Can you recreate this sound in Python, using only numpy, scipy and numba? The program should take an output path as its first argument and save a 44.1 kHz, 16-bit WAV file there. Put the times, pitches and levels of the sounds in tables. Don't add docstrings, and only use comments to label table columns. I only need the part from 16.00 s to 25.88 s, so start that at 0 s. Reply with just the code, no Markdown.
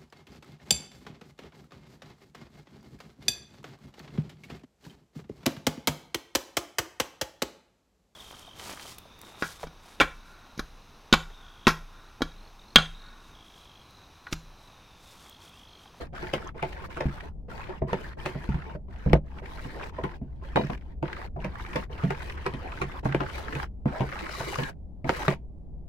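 import sys
import numpy as np
from scipy import signal
from scipy.fft import rfft, irfft
from scipy.io import wavfile
from scipy.ndimage import uniform_filter1d
from numba import njit

SR = 44100
rng = np.random.default_rng(int(sys.argv[2]) if len(sys.argv) > 2 else 0)


def log_audio(samples):
    frames = np.atleast_2d(samples).T
    limited = np.clip(frames, -1, 1)
    pcm = np.round(limited * 32767).astype(np.int16)
    wavfile.write(sys.argv[1], SR, pcm)


N = 435708
TIME = np.arange(N) / SR
OPPOSITE = np.array([[1], [-1]])


def undb(db):
    return 10 ** (np.asarray(db) / 20)


def unit(x):
    return x / np.sqrt(np.mean(x ** 2))


def early_level(x, count):
    return np.sqrt(np.mean(x[:, :count] ** 2))


def curve(rows):
    return undb(np.interp(TIME, *np.transpose(rows)))


def convolve(x, response):
    return signal.fftconvolve(np.atleast_2d(x), np.atleast_2d(response), axes=-1)[:, :x.shape[-1]]


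def colour(x, points, size=4096):
    hz, db = np.transpose(points)
    grid = np.linspace(1, SR / 2, size // 2 + 1)
    log_gain = np.log(undb(np.interp(np.log(grid), np.log(hz), db)))
    cepstrum = irfft(log_gain)
    fold = 1 + np.sign(size // 2 - np.arange(size))
    fold[0] = 1
    return convolve(x, irfft(np.exp(rfft(cepstrum * fold))))


def band(x, lo_hz, hi_hz, order=2):
    edges = [lo_hz, min(hi_hz, SR / 2 - 1)]
    return signal.sosfilt(signal.butter(order, edges, "band", fs=SR, output="sos"), x)


def walk(rate):
    k = int(SR / rate)
    steps = np.repeat(rng.standard_normal(N // k + 1), k)
    return unit(uniform_filter1d(steps, k)[:N])


def fade(t, t60):
    return np.exp(-np.log(1000) * t / t60)


def add(out, at, sound):
    i = int(at * SR)
    out[:, i:i + sound.shape[-1]] += sound[..., :N - i]


def pair(count, apart_hz=700):
    mid, side = rng.standard_normal((2, count))
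    return mid + band(side, apart_hz, SR / 2, order=1) * OPPOSITE


@njit
def resonate(x, hz, damping):
    y, b, l = np.empty(len(x)), 0., 0.
    for i in range(len(x)):
        g = np.tan(np.pi * hz[i] / SR)
        v = (b + g * (x[i] - l)) / (1 + g * (g + damping))
        b, l, y[i] = 2 * v - b, l + 2 * g * v, v
    return y


ATTACK_S, RELEASE_T60_S = 0.019, 0.07


def sweep(start, length, swell_db=0):
    t = np.maximum(TIME - start, 0)
    along = np.minimum(t / length, 1) - .5
    hold = undb(swell_db * along)
    return np.minimum(t / ATTACK_S, 1) * hold * fade(np.maximum(t - length, 0), RELEASE_T60_S)


# start in seconds, length in seconds, level halfway in dB, swell from start to end in dB.
SWEEPS = [(0, 0.06, -41.5, -18), (0.131, 0.36, -45.5, 3), (0.55, 0.31, -47, 3.5), (0.888, 0.398, -50, 2),
          (1.487, 0.3, -47.5, -3), (1.873, 0.26, -45, -5.5), (2.174, 0.58, -47.5, -7),
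          (2.886, 0.28, -53.5, 15), (3.246, 0.15, -58, 16.5), (3.423, 0.47, -46, 3), (3.925, 0.24, -51, -1),
          (4.223, 0.71, -67.5, 10), (4.423, 0.33, -50, 4.5), (4.557, 0.22, -48.5, -23),
          (5.032, 0.23, -46.5, 0), (5.392, 0.45, -48, 5), (5.901, 1.09, -46, 2), (7.034, 0.61, -43, 7),
          (7.86, 0.84, -43.5, 1), (9.055, 0.28, -40.5, 4.5)]


def drag():
    return np.max([undb(db) * sweep(start, length, swell) for start, length, db, swell in SWEEPS], axis=0)


# pitch in Hz, typical strength in dB, time to fade by 60 dB in seconds.
BASIN_MODES = [(140, 0, .17), (195, -2, .1), (372, -1, .11), (490, -2, .09), (660, -3, .08), (900, -3, .08),
               (1045, -3, .07), (1600, -7, .05), (1880, -5, .06), (2450, -10, .06)]


def ring(t, detune=0.025, spread_db=3, apart_hz=1100):
    hz, db, t60 = np.transpose(BASIN_MODES)[:, :, None]
    pitch, size, lag = rng.standard_normal((len(BASIN_MODES), 3)).T[:, :, None]
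    phase = 2 * np.pi * hz * (1 + detune * pitch) * t
    skew = lag * np.minimum(hz / apart_hz, 2)
    fading = np.sign(lag) * undb(db + spread_db * size) * fade(t, t60)
    return np.array([np.sum(fading * np.sin(phase + side * skew), axis=0) for side in (1, -1)])


SPOON_MODES = [1970, 2400, 2930, 3850]


def spoon(t60):
    t = np.arange(SR // 3) / SR
    return sum(np.sin(2 * np.pi * (hz * t + rng.random((2, 1)))) for hz in SPOON_MODES) * fade(t, t60)


# frequency in Hz, strength in dB.
SCRAPE_TONE = [(120, -15), (350, 7.5), (1200, -5.5), (1900, -3), (3700, -12), (5500, -18.5), (7200, -27),
               (16000, -33)]
# time in seconds, level of the hiss in dB against the scraped grit.
SKIM_HISS = [(3.4, -18), (3.6, -9.5), (4.2, -21.5), (7.9, -14.5), (8.26, -11), (8.32, 2.5), (8.6, -5.5),
             (9.05, -9)]


def scraping(grains_per_s=4500, grain_db=1.0, ring_db=-6, smear_t60=0.0023, direct_db=-5,
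             skim_hz=2650, spoon_t60=.015):
    chance, size, sign = rng.random(N), rng.exponential(size=N), rng.standard_normal(N)
    force = (chance < grains_per_s / SR) * undb(grain_db * np.minimum(size, 7))
    slips = force * np.sign(sign)
    t = np.arange(SR // 10) / SR
    scatter = pair(N) * np.sqrt(np.abs(convolve(force ** 2, fade(t, smear_t60) ** 2)))
    direct = np.array([slips, slips * np.sign(rng.standard_normal(N))])
    grit = unit(scatter) + undb(direct_db) * unit(direct)
    wall = band(convolve(slips, ring(t, detune=0, spread_db=5)), 300, 6000)
    rush = unit(band(grit, skim_hz, 2 * skim_hz, order=1))
    spoon_ring = unit(convolve(slips, spoon(spoon_t60)))
    hiss = unit(rush + spoon_ring) * curve(SKIM_HISS)
    return unit(colour(grit, SCRAPE_TONE)) + undb(ring_db) * unit(wall) + hiss


def squelch(count=900, pocket_hz=1650, octaves=0.67, cycles=45, glide=0.087, size_db=4):
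    out, t = np.zeros((2, N)), np.arange(SR // 10) / SR
    for at, (pitch, size, lag) in zip(rng.uniform(0, N / SR, count), rng.standard_normal((count, 3))):
        hz = pocket_hz * 2 ** (octaves * pitch)
        life = cycles / hz
        phase = 2 * np.pi * hz * t * (1 + glide * np.minimum(t / life, 2) / 2)
        swell = fade(t, life) - fade(t, life / 10)
        add(out, at, undb(size_db * size) * swell * np.sin(phase + np.array([[lag], [-lag]])))
    return unit(out)


# time in seconds, the pitch in Hz around which its upper resonance wanders.
FURROW_PITCH = [(7.85, 1680), (8.2, 2290), (8.6, 1783)]


def slosh(octaves=0.11, lower=0.54, damping=.12):
    out, centre = 0, np.interp(TIME, *np.transpose(FURROW_PITCH))
    for ratio in (1, lower):
        hz = centre * ratio * 2 ** (octaves * walk(35))
        hollow = np.array([resonate(noise, hz, damping) for noise in pair(N)])
        out = out + unit(band(hollow, 400, 4200) * undb(2.3 * walk(30)))
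    return unit(out)


def patchy(x, depth_db=3.5, span_hz=230, hold_s=.03):
    hz, t, cells = signal.stft(x, SR, nperseg=512)
    field = rng.standard_normal(cells.shape[1:])
    for axis, width in enumerate((span_hz / hz[1], hold_s / t[1])):
        for _ in range(2):
            field = uniform_filter1d(field, int(width) + 1, axis=axis)
    gain = undb(depth_db * unit(field) / (1 + hz[:, None] / (SR / 4)))
    return signal.istft(cells * gain, SR)[1][:, :N]


def bite(x, bite_db=3, per_s=12, grain_db=2, grains_per_s=150, from_hz=3500):
    treble = band(x, from_hz, SR / 2, order=1)
    return x - treble + treble * undb(bite_db * walk(per_s) + grain_db * walk(grains_per_s))


def smack(pocket_hz=1500, tear_t60=0.032, octaves=.3, damping=.45):
    t = np.arange(SR // 20) / SR
    hz = np.full(len(t), pocket_hz * 2 ** (octaves * rng.standard_normal()))
    tear = pair(len(t)) * fade(t, tear_t60)
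    pop = np.array([resonate(resonate(noise, hz, damping), hz, 2 * damping) for noise in tear])
    return pop / early_level(pop, SR // 250)


def crackle(per_s=42, cluster_db=5, size_db=4):
    out, busy = np.zeros((2, N)), undb(cluster_db * walk(20))
    for at in TIME[rng.random(N) < per_s / SR * busy / busy.mean()]:
        add(out, at, undb(size_db * min(rng.exponential(), 2)) * smack())
    return unit(out)


# time in seconds, level in dB.
FILM_TEARS = [(0.729, -40.5), (0.85, -42), (1.206, -36.5), (5.129, -31.5), (5.555, -38.5), (5.598, -37.5),
              (6.298, -35), (7.124, -30.5), (7.38, -35), (7.482, -31.5), (7.598, -31), (8.125, -32.5),
              (8.557, -28)]


def smacks():
    out = np.zeros((2, N))
    for at, db in FILM_TEARS:
        add(out, at, undb(db) * smack())
    return out


# start in seconds, length in seconds, first pitch in Hz, last pitch in Hz, level in dB.
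HOLLOWS = [(7.909, 0.14, 620, 710, -38.5), (8.602, 0.088, 1780, 1580, -38.5)]


def gulps(width_hz=170):
    out = 0
    for start, length, first_hz, last_hz, db in HOLLOWS:
        hz = np.interp(TIME, [start, start + length], [first_hz, last_hz])
        damping = width_hz / first_hz
        note = np.array([resonate(resonate(noise, hz, damping), hz, 2 * damping) for noise in pair(N)])
        out = out + undb(db) * unit(note) * sweep(start, length)
    return out


# time in seconds, wall ring in dB, bottom boom in dB, metal tick in dB.
SPOON_KNOCKS = [(0.228, -37.5, -42.5, -47.5), (0.337, -28.5, -37.5, -33.5), (0.627, -30, -38, -39),
                (0.971, -37, -46.5, -47.5), (1.008, -31, -43, -40), (1.056, -44.5, -28.5, -55),
                (1.694, -36.5, -51.5, -56), (1.819, -29.5, -31, -60.5), (1.931, -27.5, -32, -40.5),
                (2.26, -32, -40, -35.5), (2.353, -42, -35, -69), (2.49, -41.5, -29, -52),
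                (2.544, -45, -30.5, -50.5), (2.751, -42, -41.5, -86), (3.062, -33.5, -25, -60),
                (3.104, -43.5, -31, -68), (3.132, -19.5, -19, -31.5), (3.152, -27.5, -27, -61),
                (3.653, -47, -40, -60), (3.987, -35, -50, -57), (4.039, -32, -34.5, -44),
                (4.215, -55, -36.5, -86), (4.559, -25, -29, -36.5), (4.572, -23.5, -31, -46),
                (4.593, -29.5, -30, -69), (4.643, -48.5, -35.5, -73), (4.699, -35.5, -34.5, -54),
                (5.028, -30, -32.5, -51.5), (5.364, -40.5, -40, -68.5), (5.446, -36.5, -34.5, -43.5),
                (5.76, -29.5, -34.5, -36), (6.037, -35.5, -24, -49), (6.106, -31.5, -39, -39.5),
                (6.464, -29.5, -39.5, -37), (6.538, -43.5, -37, -46.5), (6.817, -30, -35.5, -36),
                (7.056, -30.5, -26.5, -49), (7.147, -25.5, -30, -37.5), (7.206, -30, -35.5, -43.5),
                (7.552, -47, -34.5, -40.5), (7.857, -33.5, -24, -53.5), (8.007, -31.5, -27, -45),
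                (8.408, -36, -41.5, -47.5), (8.587, -32.5, -31.5, -39.5), (9.045, -37.5, -34, -51.5),
                (9.093, -24.5, -33, -32.5), (9.281, -24, -25, -32), (9.305, -36, -41.5, -43)]
# wall ring in dB, bottom boom in dB, metal tick in dB.
SOFT_LANDING = (0, -5, -21)


def blows():
    landings = [(start, *np.add(SOFT_LANDING, db)) for start, _, db, _ in SWEEPS[1:]]
    return [*SPOON_KNOCKS, *landings]


# frequency in Hz, strength in dB.
CRACK_TONE = [(100, 5), (300, 8), (1000, -3.5), (2200, 5.5), (4000, -9.5), (7000, -20.5), (16000, -35.5)]
FIRM_DB, FIRM_CLEAN = -23, .82
PRESS_T60_S = 0.8


def knocks(crack_t60=0.088, crack_db=2, snap_db=12, snap_t60=0.0053, chatter_db=-13, chatter_s=0.02,
           skid_s=.008, wall_hz=285):
    out, t = np.zeros((2, N)), np.arange(SR // 4) / SR
    early = SR // 20
    for at, wall_db, boom_db, tick_db in blows():
        loose = 1 - FIRM_CLEAN * min(undb(wall_db - FIRM_DB), 1)
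        skid = loose * skid_s / (1 + undb(2 * (boom_db - wall_db)))
        slips = rng.standard_normal(len(t)) * (rng.random(len(t)) < 1 / 10)
        push = loose * undb(chatter_db) * slips * np.exp(-np.abs(t - skid) / (chatter_s + skid))
        push[int(skid * SR)] += 1
        burst = fade(t, crack_t60) + undb(snap_db) * fade(t, snap_t60)
        dense = colour(pair(len(t)) * burst, CRACK_TONE)
        body = convolve(unit(ring(t)) + undb(crack_db) * unit(dense), push)
        boom_hz, _, boom_t60 = BASIN_MODES[0]
        piston = np.sin(2 * np.pi * boom_hz * t) * fade(t, boom_t60)
        muddle = band(body[:1], 150, 280)
        boom = unit(piston) + unit(muddle)
        bare = min(undb((tick_db - wall_db) / 2), 1)
        wall = band(body, wall_hz * (1 + bare ** 2 / 2), 2 * wall_hz * (1 + 2 * bare), order=3)
        tick = band(body, 1400, SR / 2)
        wall, tick = np.array([wall, tick]) * fade(t, PRESS_T60_S * loose)
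        for part, db in ((boom, boom_db), (wall, wall_db), (tick, tick_db)):
            add(out, at - skid, part * undb(db) / early_level(part, early))
    return out


def clicks(click_db=-2, click_t60=0.0045, lo_hz=2500, hi_hz=9000, most_db=-36):
    out, t = np.zeros((2, N)), np.arange(SR // 20) / SR
    for at, _, _, tick_db in SPOON_KNOCKS:
        noise = unit(band(pair(len(t)), lo_hz, hi_hz, order=1))
        add(out, at, undb(min(tick_db, most_db) + click_db) * noise * fade(t, click_t60))
    return out


# time in seconds, level in dB.
SPOON_RATTLE = (4.562, -36)


def jangle(ring_t60=0.034, rattle_t60=0.21):
    out, t = np.zeros((2, N)), np.arange(SR // 3) / SR
    at, db = SPOON_RATTLE
    ticks = (rng.random(len(t)) < 1 / 20) * rng.standard_normal(len(t)) * fade(t, rattle_t60)
    note = convolve(ticks, spoon(ring_t60))
    add(out, at, note * undb(db) / early_level(note, SR // 20))
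    return out


HELD_S, ROCK_FROM_DB = 4.4, -33.5


def rocking(rock_hz=68, rock_t60=0.14, over_boom_db=10.0):
    out, t = np.zeros((2, N)), np.arange(SR // 3) / SR
    thud = np.sin(2 * np.pi * rock_hz * t / (1 + 2 * t)) * fade(t, rock_t60)
    for at, wall_db, boom_db, _ in SPOON_KNOCKS:
        if at < HELD_S and boom_db > max(wall_db - 3, ROCK_FROM_DB):
            add(out, at, undb(boom_db + over_boom_db) * thud)
    return out


# frequency in Hz, strength in dB.
RUMBLE_TONE = [(20, 1.5), (70, 0), (100, -14), (130, -8.5), (200, -11), (400, -23), (800, -31),
               (1400, -58.5), (16000, -69.5)]
# time in seconds, level in dB.
HUM_LEVEL = [(0, -46.5), (5.7, -40.5), (6.1, -38.5), (7.7, -39.5), (8.1, -44.5)]


def kitchen(rumble_db=-44.0, side_db=-6):
    mid, side = colour(rng.standard_normal((2, N)), RUMBLE_TONE)
    rumble = unit(mid) + undb(side_db) * unit(side) * OPPOSITE
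    hum = unit(band(rng.standard_normal(N), 40, 72))
    return undb(rumble_db) * rumble + curve(HUM_LEVEL) * hum


def scene(scrape_db=-2.0, squelch_db=-8.0, slosh_db=-7.5, crackle_db=-3, plop_db=-6.5):
    plops = squelch(count=260, pocket_hz=620, cycles=30)
    batter = undb(squelch_db) * squelch() + undb(plop_db) * plops + undb(slosh_db) * slosh()
    stirring = patchy(undb(scrape_db) * scraping() + batter)
    stirring = stirring + undb(crackle_db) * crackle()
    basin = knocks() + clicks() + jangle() + rocking()
    return drag() * bite(stirring) + smacks() + gulps() + basin + kitchen()


# frequency in Hz, strength in dB against the left.
RIGHT_SHADE = [(60, -2), (140, 3), (350, 0), (1400, 1), (5000, -7.5), (8000, -17)]
TOP_HZ = 15900


def record(dry):
    ports = np.vstack([dry[:1], colour(dry[1:], RIGHT_SHADE)])
    top_cut = signal.ellip(8, .2, 70, TOP_HZ, fs=SR, output="sos")
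    return signal.sosfilt(top_cut, np.clip(ports, -1, 1))


dry = scene()
out = record(dry)
log_audio(out)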